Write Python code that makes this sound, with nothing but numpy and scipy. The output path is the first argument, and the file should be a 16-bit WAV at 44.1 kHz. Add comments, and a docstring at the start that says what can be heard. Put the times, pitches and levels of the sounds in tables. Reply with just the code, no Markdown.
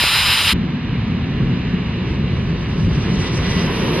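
"""An airfield, a stereo microphone close to a standing jet-powered van: loud intake hiss and the whine of
blade tones on the shaft's orders, over a light exhaust rumble, with one dull tap. After an abrupt cut the
van is far down the runway at full thrust. The exhaust's deep boom and rumble carry from there; a dull
rush swells and brightens as it nears the microphone, with a faint climbing blade whistle and a brief
whistle from the compressor. Moving air makes the jet noise flutter."""
import sys
import numpy as np
from scipy import signal
from scipy.fft import rfft, irfft
from scipy.io import wavfile

SR = 44100
rng = np.random.default_rng(int(sys.argv[2]) if len(sys.argv) > 2 else 0)


def waveform_to_disk(signal):
    """Save audio, clipped to [-1, 1], as 16-bit WAV at the path in sys.argv[1]."""
    frames = np.transpose(np.atleast_2d(signal))
    scaled = np.clip(frames, -1, 1) * 32767
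    samples = np.round(scaled).astype(np.int16)
    wavfile.write(sys.argv[1], SR, samples)


N = 176400
TIME = np.arange(N) / SR
FREQS = np.maximum(np.arange(N // 2 + 1) * SR / N, 1)
LEFT_RIGHT = np.array([[1], [-1]])
SHAFT_HZ, SHAFT_WOBBLE = 98.43, .0002


def from_db(db):
    """Decibels to gain."""
    return 10 ** (np.asarray(db) / 20)


def rms_one(x):
    """Scale to unit power."""
    return x / np.sqrt(np.mean(x ** 2) + 1e-20)


def in_time(rows, column=1):
    """One column of a curve at every sample."""
    rows = np.array(rows)
    return np.interp(TIME, rows[:, 0], rows[:, column])


def over_hz(rows):
    """The columns of a table at every frequency."""
    hz, *columns = np.transpose(rows)
    return [np.interp(np.log(FREQS), np.log(hz), column) for column in columns]


def drift(rate_hz):
    """Random flutter of spread 1 around a rate, without slow surges."""
    count = N // 40
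    ratio = np.arange(count // 2 + 1) * SR / N / rate_hz
    shape = ratio / np.hypot(ratio, .25) / (1 + ratio ** 2)
    flutter = irfft(rfft(rng.standard_normal(count)) * shape, count)
    return np.interp(TIME, np.linspace(0, N / SR, count), rms_one(flutter))


def turbulence(spectrum, image, swell_db, patchy_db, flicker_hz):
    """Stereo jet noise of unit power; moving air makes it flutter as a whole and octave by octave."""
    alike, pan_db, lead = over_hz(image)
    alike = np.clip(alike, 0, .999)
    low_hz, high_hz = spectrum[0][0], spectrum[-1][0]
    skirts = 1 / (1 + (FREQS / high_hz / 2) ** 4) / (1 + (low_hz / FREQS / 2) ** 4)
    mid, side = rfft(rng.standard_normal((2, N)))
    pair = np.sqrt(1 + alike) * mid + LEFT_RIGHT * np.sqrt(1 - alike) * side
    pair *= from_db(over_hz(spectrum)[0] + LEFT_RIGHT * pan_db / 2) * skirts
    pair[0] *= np.exp(1j * lead)
    octaves_down = np.clip(np.log2(high_hz / FREQS), 0, 4)
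    bands = [irfft(pair * np.maximum(1 - abs(octaves_down - k), 0), N) for k in range(5)]
    flickering = sum(band * from_db(patchy_db * drift(flicker_hz)) for band in bands)
    return rms_one(flickering * from_db(swell_db * drift(flicker_hz / 2)))


# The standing van across the microphone: f/Hz, left-right likeness, left minus right/dB, left lead/rad
IDLE_STEREO = [(60, 0.9, 0, 0), (399, 0.87, -1, 0), (1200, 1, 1, 0), (3490, 1, -1, 0), (4300, .87, 2, 0.5),
               (4600, .4, 2, 0), (4850, .88, -1, -0.3), (5150, .95, -0.8, 1), (5300, .35, 0, -1.5),
               (5720, .6, 8.5, -1.5), (6150, 0.89, -4.5, -3), (6600, .3, -4, -0.3), (7150, 0.8, -0.5, -0.3),
               (7650, .5, 1, -4), (8200, 0.52, -1, 0.5), (9000, .45, -3.5, 0), (9530, .78, -4.5, 0.7),
               (10140, .99, -0.5, 0)]
# Intake spectrum from close by: f/Hz, relative level/dB
INTAKE_SPECTRUM = [(300, -22), (700, -16), (900, -5.5), (2000, -5.5), (2850, 0.5), (3400, -4.5), (4050, -2),
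                   (4550, -12), (5000, -9), (5500, -14), (6300, -35), (7200, -21.5), (7700, -34),
                   (8300, -17), (9050, -20.5), (9700, -15), (10500, -20), (13200, -21), (14000, -34)]
# The hiss sways a little: t/s, level/dB
INTAKE_LEVEL = [(0, -16.5), (.21, -16.5), (.25, -18.5), (.28, -15.5), (.4, -16), (.43, -21), (.47, -15),
                (.54, -15.5)]
def intake_hiss():
    """Air drawn into the turbine hisses, close to the microphone."""
    noise = turbulence(INTAKE_SPECTRUM, IDLE_STEREO, swell_db=.5, patchy_db=.5, flicker_hz=24)
    return from_db(in_time(INTAKE_LEVEL)) * noise


# Exhaust spectrum from close by: f/Hz, relative level/dB
IDLE_EXHAUST = [(20, -26), (50, -2), (95, 2), (180, -3.5), (300, -16), (600, -17), (1200, -26)]
def idle_rumble():
    """The standing van's exhaust rumbles lightly under the hiss."""
    return from_db(-27) * turbulence(IDLE_EXHAUST, IDLE_STEREO, swell_db=-2.5, patchy_db=2.5, flicker_hz=13)


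# Blade tones from close by: multiple of the shaft rate, relative level/dB
WHINE_ORDERS = [(24, -44.5), (25, -43), (28, -37), (29, -36), (30, -36.5), (31, -38.5), (32, -39),
                (37, -33.5), (41, -32), (49, -35), (50, -29.5), (51, -27.5), (53, -43.5), (60, -44),
                (61, -35.5), (62, -50), (71, -50), (72, -37.5), (73, -47.5), (74, -47), (86, -41.5),
                (96, -37), (111, -46), (120, -45)]
def turbine_whine(trim_db=-1.5, flutter_depth=.21, flutter_hz=15, spread_rad=.17):
    """Blade tones on the shaft's orders, each fluttering in the hot air and placed like the hiss."""
    turns = np.cumsum(SHAFT_HZ * (1 + SHAFT_WOBBLE * drift(3.6))) / SR
    hz, _, pan_db, lead = np.transpose(IDLE_STEREO)
    whine = np.zeros((2, N))
    for order, db in WHINE_ORDERS:
        tone_hz = order * SHAFT_HZ
        flutter = 1 + flutter_depth * (drift(flutter_hz) + 1j * drift(flutter_hz))
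        stereo_phase = LEFT_RIGHT * (np.interp(tone_hz, hz, lead) / 2 + spread_rad * drift(flutter_hz))
        phase = 2 * np.pi * (order * turns + rng.random()) + stereo_phase
        gain = from_db(db + trim_db + LEFT_RIGHT * np.interp(tone_hz, hz, pan_db) / 2)
        whine += gain * rms_one(np.real(flutter * np.exp(1j * phase)))
    return whine


def shaft_comb():
    """Slightly unequal blades put weak tones on a run of shaft orders, coloured like the hiss."""
    orders = np.arange(18, 105)
    hz, db = np.transpose(INTAKE_SPECTRUM)
    gains = from_db(np.interp(orders * SHAFT_HZ, hz, db))
    turn_fraction = np.linspace(0, 1, 4096)
    cycles = np.outer(orders, turn_fraction) + rng.random((len(orders), 1))
    one_turn = gains @ np.cos(2 * np.pi * cycles)
    turns = np.cumsum(SHAFT_HZ * (1 + SHAFT_WOBBLE * drift(5))) / SR
    return from_db(-25) * rms_one(np.interp(turns % 1, turn_fraction, one_turn))


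def dull_tap(at_s=.0382, peak_db=-9, band_hz=(70, 880)):
    """One short, soft pulse, dead centre."""
    click = np.interp(np.arange(N) - at_s * SR, [-1, 0, 1], [0, 1, 0])
    pulse = signal.sosfilt(signal.butter(3, band_hz, "band", fs=SR, output="sos"), click + 1e-18)
    return from_db(peak_db) * pulse / abs(pulse).max()


# The van on the runway across the microphone: f/Hz, left-right likeness, left minus right/dB, left lead/rad
RUN_STEREO = [(100, 1, 0, 0), (250, 0.98, 0.3, -0.2), (550, 0.84, -1.5, -0.4), (1000, 0.87, -3, -.22),
              (1400, .76, -3.5, 0.8), (1700, .8, -4.5, -0.3), (2100, 0.84, -2, 0.17), (2940, .83, 0, 0),
              (3320, 0.47, 0.3, -1.8), (3650, 0.56, 0.5, -2), (4300, .44, -2.5, -1.5), (4700, .2, -4, -2.4),
              (4930, .72, -6, -1.1), (5310, 0.86, -3, -3), (7200, 0.94, 0.5, -3), (9400, 0.93, -3, -3.5),
              (9900, .36, -1.5, -5), (10400, .84, -1, -5)]
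# Bottom of the exhaust's spectrum: f/Hz, relative level/dB
BOOM_SPECTRUM = [(15, -31), (25, -19), (37, -8), (65, -3), (95, -1.5), (130, -4.5), (200, -23.5)]
# Boom at the microphone: t/s, level/dB
BOOM_AT_MIC = [(.53, -20.5), (.73, -34), (1.0, -26), (1.25, -25), (1.9, -27), (2.35, -22.5), (2.65, -23),
               (2.89, -19), (3.05, -21.5), (3.3, -23), (3.65, -24), (4, -27.5)]
def exhaust_boom():
    """The deepest part of the exhaust at full thrust, carrying from far down the runway."""
    noise = turbulence(BOOM_SPECTRUM, RUN_STEREO, swell_db=-1.4, patchy_db=-.4, flicker_hz=12)
    return from_db(in_time(BOOM_AT_MIC)) * noise


# Body of the exhaust's spectrum: f/Hz, relative level/dB
RUMBLE_SPECTRUM = [(60, -23), (100, -6.5), (135, -1.1), (175, -0.5), (205, -4.5), (245, -7.5), (305, -15.5),
                   (350, -14), (460, -22.5), (560, -34), (900, -41)]
# Rumble at the microphone: t/s, level/dB
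RUMBLE_AT_MIC = [(.53, -17), (.7, -23), (1.0, -21.5), (1.2, -21), (1.38, -19.5), (1.49, -17), (1.6, -22),
                 (2.2, -20.5), (2.75, -20.5), (3.1, -18), (3.5, -19.5), (4, -22)]
def exhaust_rumble():
    """The exhaust's rumble carries from afar and stays strong throughout the approach."""
    noise = turbulence(RUMBLE_SPECTRUM, RUN_STEREO, swell_db=1, patchy_db=-.17, flicker_hz=18)
    return from_db(in_time(RUMBLE_AT_MIC)) * noise


# Narrow band at the top of the rumble: f/Hz, relative level/dB
GROWL_SPECTRUM = [(170, -17.5), (240, 1.5), (320, -21)]
# Growl at the microphone: t/s, level/dB
GROWL_AT_MIC = [(.53, -29), (1.5, -26.5), (2.4, -40)]
def exhaust_growl():
    """The exhaust growls in the distance; the growl fades as the van nears."""
    noise = turbulence(GROWL_SPECTRUM, RUN_STEREO, swell_db=1, patchy_db=.5, flicker_hz=14)
    return from_db(in_time(GROWL_AT_MIC)) * noise


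# Broad middle of the jet noise: f/Hz, relative level/dB
RUSH_SPECTRUM = [(300, -14.5), (600, -8.5), (720, -1), (820, -3), (1020, 1.5), (1400, -2.5), (1720, 0.5),
                 (2000, 0), (2300, .5), (2520, -0.1), (2750, 1.8), (2950, 0.5), (3120, -4), (4000, -5),
                 (4450, -13.5), (4900, -14.5), (5200, -19), (5800, -18.5), (6450, -26), (7050, -41.5),
                 (7500, -42.5), (8500, -39), (9400, -58), (14000, -63)]
# Rush at the microphone: t/s, level/dB
RUSH_AT_MIC = [(.53, -34.5), (1.2, -33.5), (2.1, -33), (2.9, -34.5), (3.07, -30), (3.16, -33), (3.25, -28),
               (3.35, -32), (3.47, -28), (3.7, -27.5), (4, -27.5)]
def jet_rush():
    """A dull rush, steady at long range, rising in surges as the van comes closer."""
    noise = turbulence(RUSH_SPECTRUM, RUN_STEREO, swell_db=.07, patchy_db=.5, flicker_hz=6)
    return from_db(in_time(RUSH_AT_MIC)) * noise


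# Low middle of the jet noise: f/Hz, relative level/dB
ROAR_SPECTRUM = [(150, -14), (290, 0), (370, 4), (520, -3), (680, -11.5), (800, -17), (980, -8.5),
                 (1250, -16.5), (2500, -39)]
# Roar at the microphone: t/s, level/dB
ROAR_AT_MIC = [(.53, -45), (1.5, -38.5), (2.05, -35.5), (2.3, -34.5), (2.55, -33), (3.1, -31), (3.6, -26.5),
               (3.8, -24), (4, -21)]
def jet_roar():
    """The jet's roar grows steadily as the distance shrinks."""
    noise = turbulence(ROAR_SPECTRUM, RUN_STEREO, swell_db=.3, patchy_db=.3, flicker_hz=9.8)
    return from_db(in_time(ROAR_AT_MIC)) * noise


# Treble of the jet noise: f/Hz, relative level/dB
SIZZLE_SPECTRUM = [(1500, -5), (2800, -3), (3250, 2.5), (3800, 1), (4450, -2.5), (4900, -2.5), (5250, -3),
                   (5750, 1.5), (6400, -7.5), (7050, -21), (7600, -14), (8600, -8.5), (9500, -24.5),
                   (10500, -31), (12500, -34), (14000, -47.5)]
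# Sizzle at the microphone: t/s, level/dB
SIZZLE_AT_MIC = [(.53, -69.5), (2.05, -52.5), (2.11, -46), (2.19, -54.5), (2.85, -42.5), (3.22, -33),
                 (3.35, -35.5), (3.5, -32), (3.75, -34.5), (4, -35)]
def jet_sizzle():
    """Flickering treble that comes through as the van closes in."""
    noise = turbulence(SIZZLE_SPECTRUM, RUN_STEREO, swell_db=-.9, patchy_db=3, flicker_hz=8.9)
    return from_db(in_time(SIZZLE_AT_MIC)) * noise


# Blade whistle from up the runway: t/s, f/Hz, level before panning/dB
BLADE_GLIDE = [(2.0, 4165, -77), (2.5, 4500, -56.5), (2.7, 4700, -57), (2.85, 4810, -53), (3.05, 4800, -60),
               (3.48, 4830, -67), (3.58, 4920, -40), (3.68, 5020, -49), (4, 5030, -59)]
def blade_whistle(width_hz=52):
    """A breathy, narrow band of blade noise, right of centre, climbing as the van gathers speed."""
    phase = 2 * np.pi * np.cumsum(in_time(BLADE_GLIDE)) / SR
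    band = drift(width_hz) * np.cos(phase) + drift(width_hz) * np.sin(phase)
    return from_db(in_time(BLADE_GLIDE, column=2)) * rms_one(band) * from_db(-3 * LEFT_RIGHT)


# Compressor tone at the microphone: t/s, f/Hz, level/dB
COMPRESSOR_TONE = [(3.0, 1978, -65), (3.14, 1978, -42), (3.25, 1980, -35), (3.34, 1983, -50),
                   (3.45, 1982, -38), (3.55, 1974, -33.5), (3.7, 1964, -46), (3.85, 1960, -65)]
def compressor_whistle(width_hz=11):
    """A thin compressor tone that drifts in and out on the wind."""
    phase = 2 * np.pi * np.cumsum(in_time(COMPRESSOR_TONE)) / SR
    tone = (1 + .22 * drift(width_hz)) * np.cos(phase) + .3 * drift(width_hz) * np.sin(phase)
    return from_db(in_time(COMPRESSOR_TONE, column=2)) * rms_one(tone)


# Very top of the jet noise: f/Hz, relative level/dB
TOP_HISS_SPECTRUM = [(8500, -21), (9900, 2.5), (11200, 1), (12200, -6.5), (13300, -8), (14200, -25.5)]
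# Highest hiss at the microphone: t/s, level/dB
TOP_HISS_AT_MIC = [(.53, -110), (2.3, -88), (3.0, -76.5), (3.4, -61), (3.6, -53), (4, -47.5)]
def top_hiss():
    """The highest hiss only carries over a short distance, so it is heard last."""
    noise = turbulence(TOP_HISS_SPECTRUM, RUN_STEREO, swell_db=-1, patchy_db=.5, flicker_hz=12)
    return from_db(in_time(TOP_HISS_AT_MIC)) * noise


def scene(cut_s=.5272, fade_s=.016):
    """Beside the standing van, then a cut to its run towards the microphone."""
    standing = intake_hiss() + idle_rumble() + turbine_whine() + shaft_comb() + dull_tap()
    run = exhaust_boom() + exhaust_rumble() + exhaust_growl() + jet_rush() + jet_roar()
    run += jet_sizzle() + blade_whistle() + compressor_whistle() + top_hiss()
    run_share = np.clip((TIME - cut_s) / fade_s + .5, 0, 1)
    return np.sqrt(1 - run_share) * standing + np.sqrt(run_share) * run


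def record(dry, ceiling=.8, stopband_hz=15600):
    """The highest peaks are rounded and the top is cut steeply."""
    rounded = dry / (1 + (dry / ceiling) ** 10) ** .1
    return signal.sosfilt(signal.cheby2(16, 70, stopband_hz, fs=SR, output="sos"), rounded)


dry = scene()
out = record(dry)
waveform_to_disk(out)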